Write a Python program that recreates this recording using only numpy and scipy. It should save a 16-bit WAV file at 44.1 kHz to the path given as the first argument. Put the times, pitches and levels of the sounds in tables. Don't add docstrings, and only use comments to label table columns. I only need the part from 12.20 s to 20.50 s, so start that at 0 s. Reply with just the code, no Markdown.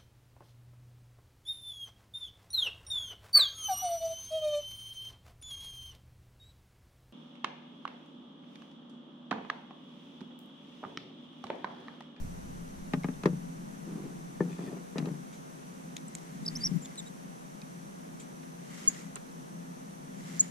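import sys
import numpy as np
from scipy import signal
from scipy.fft import rfft, irfft
from scipy.io import wavfile
from scipy.ndimage import uniform_filter1d

SR = 44100
rng = np.random.default_rng(int(sys.argv[2]) if len(sys.argv) > 2 else 0)


def pcm_store(signal):
    levels = np.round(np.clip(np.atleast_2d(signal), -1, 1) * 32767)
    wavfile.write(sys.argv[1], SR, levels.astype(np.int16).T)


N = 366030


# pitch_hz, level_db
AIR_COLOUR = [(210, -22), (350, -5.5), (480, -4), (680, -5), (1270, -11), (2460, -21), (3600, -24.5),
              (5150, -27), (5600, -22.5), (6020, -17), (6600, -24.5), (10000, -25), (12700, -31),
              (14800, -39)]
# pitch_hz, likeness
AIR_LIKENESS = [(290, -0.36), (630, -0.84), (1390, -0.75), (3050, 0.23), (14000, -0.14)]
AIR_DB = -50
# pitch_hz, level_db
BREEZE_COLOUR = [(15, 6.5), (35, -0.5), (60, -0.5), (100, -3.5), (200, -4.5), (500, -45.5)]
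BREEZE_DB, BREEZE_FALL_DB_PER_S, STILL_DB = -43.5, 11, -75.5
# start_s, length_s, level_db
PUFFS = [(0.0, 0.016, -37.5), (4.3, 0.23, -60)]
PUFF_ATTACK_S, PUFF_RELEASE_S = 0.013, 0.18

# pitch_hz, width_hz, level_db
HULL_HUM = [(144.7, 7.3, -5), (171.5, 11.9, 0.5), (198.1, 11.7, -2), (259.4, 7.3, -1), (317.8, 17, -13),
            (342.4, 13.8, -14)]
# pitch_hz, level_db
HULL_COLOUR = [(90, -24.5), (115, -43), (142, -3.5), (172, 5), (205, -4), (228, -0.5), (260, -5.5),
               (310, -18), (450, -19.5), (800, -45)]
HUM_DB, MURMUR_DB = -48.5, -51.5
# start_s, length_s, level_db
ROCKINGS = [(.9, 1.4, -46.5), (4.0, 0.53, -40.5), (7.8, 0.42, -45.5)]
ROCK_ATTACK_S, ROCK_RELEASE_S = 0.24, 0.37
# pitch_hz, level_db
ROCK_COLOUR = [(90, -25), (112, -24), (135, -2), (170, 12), (205, 2.5), (250, -1.5), (320, -10.5),
               (450, -24.5), (800, -48.5)]

# start_s, length_s, level_db
BRUSHES = [(4.44, 0.063, -41.5), (4.535, 0.047, -34)]
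BRUSH_ATTACK_S, BRUSH_RELEASE_S, BRUSH_PAN_DB = 0.0088, 0.065, 10.5

# start_s, length_s, level_db
REEL_TURNS = [(3.85, 1.0, -63), (4.2, 0.27, -57), (6.38, 0.41, -53), (7.9, 0.35, -54.5)]
REEL_ATTACK_S, REEL_RELEASE_S = 0.2, 0.43
# pitch_hz, level_db
LINE_COLOUR = [(700, -14), (1300, 1), (1700, -2.5), (2050, 4.5), (2450, -2.5), (2900, -1), (4200, -5),
               (6000, -1.5), (7300, -1), (9000, -8), (14000, -19)]
# pitch_hz, width_hz, level_db
GEARS = [(1680, 200, -3), (2000, 230, 0), (2330, 170, -10)]
LINE_DB, GEARS_DB = 1.2, -6

# start_s, length_s, start_hz, middle_hz, end_hz, level_db, roughness (0 to 1),
# octave_db (against the main tone), phase_rad (left ahead of right)
SQUEAKS = [(3.881, 0.0039, 8150, 7960, 7600, -36, .4, -25, 2),
           (4.249, .011, 4350, 3780, 3950, -52, .4, -1, .9),
           (4.2606, 0.0077, 4430, 5100, 5200, -30, 0.3, -20, 0.95),
           (4.266, .01, 5100, 5500, 5650, -48, .5, -24, .9),
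           (4.2775, .011, 5640, 5000, 4300, -27, 0.45, -20, 0.84),
           (4.29, 0.016, 5070, 4850, 4750, -50, .6, -20, 1.5),
           (4.352, 0.018, 4900, 5480, 5620, -33, 0.35, -22, 0.7),
           (4.369, 0.0053, 5700, 6050, 6360, -37, .3, -22, 0),
           (4.405, 0.032, 4660, 4720, 4960, -39, .35, -21, 0.3),
           (4.433, 0.016, 4950, 5150, 5450, -27.5, 0.25, -28, 0.6),
           (4.446, 0.021, 5560, 5720, 5600, -23.5, 0.25, -31, 1),
           (4.465, 0.012, 5400, 5240, 4900, -30.5, .5, -26, 1.5),
           (4.616, 0.029, 8200, 7100, 7650, -47, .25, -25, -1),
           (4.647, 0.014, 3560, 3500, 3370, -48, .35, 5, -1),
           (4.775, 0.033, 3880, 3840, 3450, -41.5, 0.5, 0, 1.78),
           (4.86, 0.025, 3640, 3780, 3870, -51.5, 0.35, 0, 1),
           (6.6755, 0.0127, 6250, 6680, 6950, -12, 0.2, -50, -2.65),
           (6.683, .005, 5300, 5000, 4700, -39, .9, -20, -1),
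           (6.689, 0.005, 6750, 6900, 7000, -26, 0.7, -30, -2.3),
           (8.195, .005, 6400, 6500, 6800, -17.5, .2, -45, -2.6),
           (8.1998, 0.012, 6880, 7000, 7200, -12, 0.03, -55, -2.95)]

# start_s, level_db, decay_s (time to fall 60 dB), pitch_hz,
# tackle_db (ring of the other tackle), likeness
CLICKS = [(3.125, -49.5, .18, 7000, -1, .5), (3.766, -28, 0.016, 6400, 2, .5),
          (3.777, -46, 0.037, 4200, 6, .5), (3.951, -25.5, .011, 7000, -8.5, .75),
          (3.984, -43.5, .015, 6500, -3, .5), (4.657, -42.5, 0.022, 5200, 4, .5),
          (4.756, -42, 0.012, 8800, -6, 0.18), (5.996, -44, 0.12, 7300, -5, .5),
          (6.23, -49.5, 0.054, 1650, -12, .5), (6.957, -28, 0.011, 7650, -16, -0.76),
          (6.958, -38, 0.068, 1300, -13, -0.25)]
# pitch_hz, width_hz, level_db, likeness
TACKLE = [(850, 540, -3, -0.64), (2270, 340, 4, 0.47), (3560, 1060, 0, 0.67), (9500, 8100, -18, .3)]
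CLICK_RISE = 0.042

# start_s, impact_db, bubble_delay_s, bubble_hz, bubble_db
DRIPS = [(0.8348, -46, 0.00049, 2170, -39), (0.938, -60, .001, 3500, -55),
         (5.4168, -38.5, 0.0041, 2470, -49)]
IMPACT_T60_S, BUBBLE_T60_S = 0.0088, 0.034
BUBBLE_STRETCH_PER_S = 0.5

# start_s, strength_db, hardness (0 soft, 1 hard),
# boom_db (extra where the hull gives), place (-1 rim, 1 wall), left_minus_right_db
KNOCKS = [(0.735, -29, 0.78, 4.5, -1.1, 2.5), (0.770, -31.5, 0.02, 3, -.6, 4),
          (0.843, -34, 0.7, 8.5, -0.77, 2.5), (0.885, -36, 0.62, 8, -1.17, 3),
          (1.0348, -38.5, 0.88, 5.5, -0.26, 1), (1.0561, -19, 0.57, -0.5, 0.38, 3.5),
          (1.057, -39.5, 1.3, -6, 0.0089, 0), (1.129, -37.5, 0.21, 11, 0.018, 3),
          (2.205, -26.5, 0.48, 3, 0.93, 4), (2.275, -49, 0.5, 9, 0.39, 2),
          (2.389, -39, 0.52, 6, -0.0089, 1), (2.412, -46, .55, 1, 0.005, 0),
          (2.478, -45, 0.54, 7.5, 0.76, 3), (2.526, -42, 0.46, 2, 0.48, 5), (2.57, -49, 0.72, -5, 0.1, 3),
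          (2.756, -35.5, 0.5, 1, 0.5, 4), (2.7819, -38, 1.2, 8, -0.4, 1), (2.786, -39, 0.2, 10.5, -0.6, 5),
          (2.799, -40.5, 0.58, 15, -1.1, 4.5), (2.825, -37, 0.1, 10, -0.32, 4),
          (2.8567, -46.5, 0.9, 13, -0.56, 3), (2.869, -32, 0.26, 1, 0.3, 4), (2.911, -42, 0.2, 13, -.4, 4),
          (4.301, -46.5, 0.1, 9, .1, 0), (4.453, -43, 0, 10.5, 0.0016, 12),
          (4.512, -36.5, 0.1, 9.5, -0.75, 12.5), (6.958, -49, 0.65, -2, -0.11, 0)]
# pitch_hz, level_db, decay_s (time to fall 60 dB),
# wall_db (added for a blow on the wall, taken away on the rim)
MODES = [(150.7, -8.5, 0.29, -1.5), (173.9, -3, 0.36, 4), (200, -3, 0.13, 0.5), (254, -2.5, 0.12, -6.5),
         (283, -20, 0.2, -10), (330, -8.5, 0.12, 10.5), (394, 3, 0.059, 4.5), (440, -7.5, 0.082, -3),
         (488, -10.5, 0.13, 8), (586, -9, 0.1, 0.5), (698, -1, 0.03, -1.5), (834, -3.5, 0.046, -3.5),
         (915, -12, 0.06, 6), (1030, -4.5, 0.047, 0.5), (1225, -1.5, 0.041, -1), (1340, -11.5, 0.046, -2),
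         (1710, -4.5, 0.035, -2), (1787, -6, 0.049, 18), (1890, -5, 0.031, -3), (2240, -5, 0.029, -3),
         (2500, -2.5, 0.022, -8), (2700, -6, 0.045, -5), (2904, -3.5, 0.035, -1.5), (3330, -8, 0.061, -1),
         (3890, 3, 0.021, -4)]
SOFT_HZ, HARD_HZ = 193, 4850
CONTACT_ORDER, EDGE_DB = 6.06, -3
BANDS_HZ = (180, 450, 1800, 4200)

# start_s, length_s, level_db
SLIDES = [(1.655, 0.22, -41.5), (2.22, 0.09, -42.5), (2.385, 0.18, -43), (2.76, 0.16, -42)]
SLIDE_ATTACK_S, SLIDE_RELEASE_S = 0.024, 0.31
# pitch_hz, level_db
SLIDE_COLOUR = [(90, -41), (150, 8.5), (250, 9.5), (390, 4), (560, -12.5), (1000, -15), (2000, -28),
                (4000, -31), (9000, -48)]
SLIP_PER_S, SLIP_SPREAD_DB = 3000, 1.3
# start_s, length_s, level_db
SCRAPES = [(2.27, 0.21, -59.5)]
SCRAPE_ATTACK_S, SCRAPE_RELEASE_S = 0.05, 0.35
# pitch_hz, width_hz, level_db
BLADE = [(1160, 430, -2), (1792, 200, 4.5), (2420, 170, 5.5), (3480, 150, 4), (4500, 900, -4),
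         (7150, 1400, -7.5)]
# start_s, length_s, level_db
RATTLES = [(2.39, .19, -57), (2.756, 0.023, -41.5), (2.80, .09, -52)]
RATTLE_ATTACK_S, RATTLE_RELEASE_S, RATTLE_PER_S = 0.0033, 0.09, 350
# pitch_hz, width_hz, level_db
SHAFT = [(600, 130, 0), (1220, 250, -15), (1850, 220, -15)]

TOP_HZ = 14500


def undb(db):
    return 10 ** (np.asarray(db) / 20)


def over_hz(hz, points):
    f, value = np.transpose(points)
    return np.interp(np.log(hz + 1), np.log(f), value)


def unit(x):
    return x / np.sqrt(np.mean(x ** 2))


def colour(x, points):
    gain = undb(over_hz(np.fft.rfftfreq(N, 1 / SR), points))
    return unit(irfft(rfft(x) * gain, N))


def pair(likeness, size=N):
    mid, side = rng.standard_normal((2, size))
    c = np.clip(likeness, -1, 1)
    return np.sqrt((1 + c) / 2) * mid + np.sqrt((1 - c) / 2) * np.array([side, -side])


def pan(db):
    return undb(np.array([[db], [-db]]) / 2)


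def resonate(x, hz, width_hz):
    b, a = signal.iirpeak(min(hz, 0.45 * SR), hz / width_hz, SR)
    return signal.lfilter(b, a, x)


def body(x, resonances):
    return unit(sum(undb(db) * resonate(resonate(x, hz, width), hz, 3 * width)
                    for hz, width, db in resonances))


def fade(t, t60):
    return np.exp(-np.log(1000) * t / t60)


def swells(rows, attack_s, release_s):
    t = np.arange(N) / SR
    moves = []
    for start, length, db in rows:
        rise = np.clip((t - start) / attack_s, 0, 1)
        fall = fade(np.maximum(t - start - length, 0), release_s)
        moves.append(undb(db) * rise * fall)
    return np.linalg.norm(moves, axis=0)


def grains(per_s, spread_db):
    hits = rng.random(N) < per_s / SR
    return hits * undb(spread_db * np.minimum(rng.exponential(size=N), 4))


def add(out, start, x):
    i = int(start * SR)
    out[:, i:i + x.shape[1]] += x[:, :N - i]


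def outdoors():
    likeness = np.clip(over_hz(np.fft.rfftfreq(N, 1 / SR), AIR_LIKENESS), -0.95, 0.95)
    mid, side = rfft(rng.standard_normal((2, N)))
    hiss = irfft(mid * np.sqrt(1 + likeness) + np.array([side, -side]) * np.sqrt(1 - likeness), N)
    dying_db = BREEZE_DB - BREEZE_FALL_DB_PER_S * np.arange(N) / SR
    breeze = np.hypot(undb(dying_db), undb(STILL_DB))
    wind = breeze + swells(PUFFS, PUFF_ATTACK_S, PUFF_RELEASE_S)
    return undb(AIR_DB) * colour(hiss, AIR_COLOUR) + colour(pair(0.63), BREEZE_COLOUR) * wind


def hull():
    hum = undb(HUM_DB) * body(pair(0.45), HULL_HUM)
    murmur = undb(MURMUR_DB) * colour(pair(0.63), HULL_COLOUR)
    rocking = colour(pair(0.6), ROCK_COLOUR) * swells(ROCKINGS, ROCK_ATTACK_S, ROCK_RELEASE_S)
    return (hum + murmur + rocking) * pan(2.25)


def handling():
    brushing = swells(BRUSHES, BRUSH_ATTACK_S, BRUSH_RELEASE_S)
    return colour(pair(0.51), ROCK_COLOUR) * brushing * pan(BRUSH_PAN_DB)


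def reel():
    flutter_db = 0.7 * unit(uniform_filter1d(rng.standard_normal(N), size=1200))
    turning = swells(REEL_TURNS, REEL_ATTACK_S, REEL_RELEASE_S) * undb(flutter_db)
    line = colour(pair(0.071) * grains(per_s=6000, spread_db=0.5), LINE_COLOUR)
    gears = unit(sum(undb(db) * body(pair(0.25) * grains(per_s=500, spread_db=1.7), [(hz, width, 0)])
                     for hz, width, db in GEARS))
    return (undb(LINE_DB) * line + undb(GEARS_DB) * gears) * turning


def squeaks(waver=0.042, flutter=0.55, rasp_db=-19, swell=0.46, ring_s=0.00051, octave_flicker=0.85):
    out = np.zeros((2, N))
    keep = np.exp(-1 / (ring_s * SR))
    for s, length, start, middle, end, db, rough, octave_db, lead in SQUEAKS:
        u = np.minimum(np.arange(int(length * SR) + SR // 100) / (length * SR), 1)
        drift, grip, edge = (unit(v) for v in uniform_filter1d(rng.standard_normal((3, len(u))), size=70))
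        glide = np.polyval(np.polyfit([0, 0.5, 1], [start, middle, end], 2), u)
        hz = glide * (1 + rough * waver * drift)
        phase = 2 * np.pi * np.cumsum(hz) / SR + np.array([[lead], [-lead]]) / 2
        octave = np.sin(2 * phase + octave_flicker * grip) * (1 + octave_flicker * edge)
        tone = np.sin(phase) + undb(octave_db) * octave
        rasp = rough ** 2 * undb(rasp_db) * unit(resonate(pair(0, len(u)), middle, 3000))
        pressure = np.abs(np.sin(np.pi * u)) ** swell * np.exp(rough * flutter * grip)
        loudness = signal.lfilter([1 - keep], [1, -keep], pressure)
        add(out, s, undb(db) * loudness * (tone + rasp))
    return out


def clicks():
    out, t = np.zeros((2, N)), np.arange(SR // 8) / SR
    for s, db, t60, hz, tackle_db, likeness in CLICKS:
        tackle = sum(undb(g) * resonate(resonate(pair(c, len(t)), f, w), f, 2 * w) for f, w, g, c in TACKLE)
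        part = resonate(resonate(pair(likeness, len(t)), hz, 2000), hz, 2200)
        ring = unit(part + undb(tackle_db) * tackle)
        rise = 1 - np.exp(-t / (CLICK_RISE * t60))
        add(out, s, undb(db) * ring * fade(t, t60) * rise)
    return out


def drips(impact_hz=4400, impact_width_hz=2600):
    out, t = np.zeros((2, N)), np.arange(SR // 8) / SR
    for s, impact_db, delay, hz, db in DRIPS:
        splash = resonate(pair(0.49, len(t)), impact_hz, impact_width_hz)
        tick = unit(resonate(splash, impact_hz, impact_width_hz))
        add(out, s, undb(impact_db) * tick * fade(t, IMPACT_T60_S))
        bubble = np.sin(2 * np.pi * hz * t * (1 + BUBBLE_STRETCH_PER_S * t)) * fade(t, BUBBLE_T60_S)
        add(out, s + delay, undb(db) * bubble * pan(-1.5))
    return out


def contact(db, hardness, boom_db):
    reach_hz = SOFT_HZ * (HARD_HZ / SOFT_HZ) ** hardness
    fall = 10 * np.log10(1 + (np.array(BANDS_HZ) / reach_hz) ** CONTACT_ORDER)
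    return db - fall + np.array([boom_db, 0, 0, EDGE_DB])


def crack(t, wall_db, clack_db, tick_db, wall_t60=0.082, clack_t60=0.065, tick_t60=0.035,
          contact_s=0.00013, flex_s=0.0013, soft_hz=2200):
    low_pass = signal.butter(4, soft_hz, fs=SR, output="sos")
    dull = signal.sosfilt(low_pass, pair(1.0, len(t)))
    flex = 1 - np.exp(-t / flex_s)
    wall = undb(wall_db - 11.5) * body(pair(0.18, len(t)), [(900, 410, 0)]) * flex
    clack = undb(clack_db - 5.5) * unit(resonate(resonate(dull, 1500, 2200), 1550, 2400))
    tick = undb(tick_db + 4.0) * unit(resonate(resonate(pair(0.5, len(t)), 3100, 2700), 5200, 4000))
    burst = wall * fade(t, wall_t60) + clack * fade(t, clack_t60) + tick * fade(t, tick_t60)
    return burst * (1 - np.exp(-t / contact_s))


def blow(strengths, place, scatter_db=1, spread_hz=1000, wall_calm=0.49, rise_cycles=1.0, lag_rad=1.464):
    t = np.arange(SR // 2) / SR
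    shares = list(zip(BANDS_HZ, strengths))
    out = 0
    for k, (hz, db, t60, wall_db) in enumerate(MODES):
        size, tune, left, right = rng.standard_normal(4)
        spread = min(hz / spread_hz, 1.3) ** 2 * (1 - wall_calm * max(place, 0))
        ports = np.array([[left], [right]]) * spread
        detune = 0.014 * min(hz / 400, 1) ** 2 * tune
        swell = 1 - np.exp(-t * hz / rise_cycles)
        wave = np.sin(2 * np.pi * hz * (1 + detune) * t + ports - k * lag_rad)
        level_db = db + place * wall_db + over_hz(hz, shares) + scatter_db * size
        out = out + undb(level_db) * wave * swell * fade(t, t60)
    return out + crack(t, *strengths[1:])


def knocks():
    out = np.zeros((2, N))
    for s, db, hardness, boom_db, place, pan_db in KNOCKS:
        add(out, s, blow(contact(db, hardness, boom_db), place) * pan(pan_db))
    return out


def slide():
    slips = grains(per_s=SLIP_PER_S, spread_db=SLIP_SPREAD_DB)
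    grip = undb(0.98 * unit(uniform_filter1d(rng.standard_normal(N), size=700)))
    rub = colour(slips * grip * pair(0.93), SLIDE_COLOUR)
    return rub * swells(SLIDES, SLIDE_ATTACK_S, SLIDE_RELEASE_S)


def scrape():
    ring = body(pair(0.41) * grains(per_s=670, spread_db=0.0), BLADE)
    return ring * swells(SCRAPES, SCRAPE_ATTACK_S, SCRAPE_RELEASE_S)


def rattle():
    ring = body(pair(0.4) * grains(per_s=RATTLE_PER_S, spread_db=4.0), SHAFT)
    return ring * swells(RATTLES, RATTLE_ATTACK_S, RATTLE_RELEASE_S)


def paddle():
    return knocks() + (slide() + scrape() + rattle()) * pan(2.5)


def reflections(x, near_db=-22, near_t60=0.14, far_db=-31, far_t60=0.79):
    t = np.arange(SR // 2) / SR
    near = undb(near_db) * unit(pair(0, len(t)) * fade(t, near_t60))
    far = undb(far_db) * unit(pair(0, len(t)) * fade(t, far_t60))
    tail = (near + far) / np.sqrt(len(t))
    return x + signal.fftconvolve(x, tail, axes=1)[:, :N]


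def scene():
    background = outdoors() + hull() + handling() + reel()
    close = squeaks() + clicks() + drips() + paddle()
    return background + reflections(close)


def record(dry):
    return signal.sosfilt(signal.ellip(8, 0.2, 70, TOP_HZ, fs=SR, output="sos"), dry)


dry = scene()
out = record(dry)
pcm_store(out)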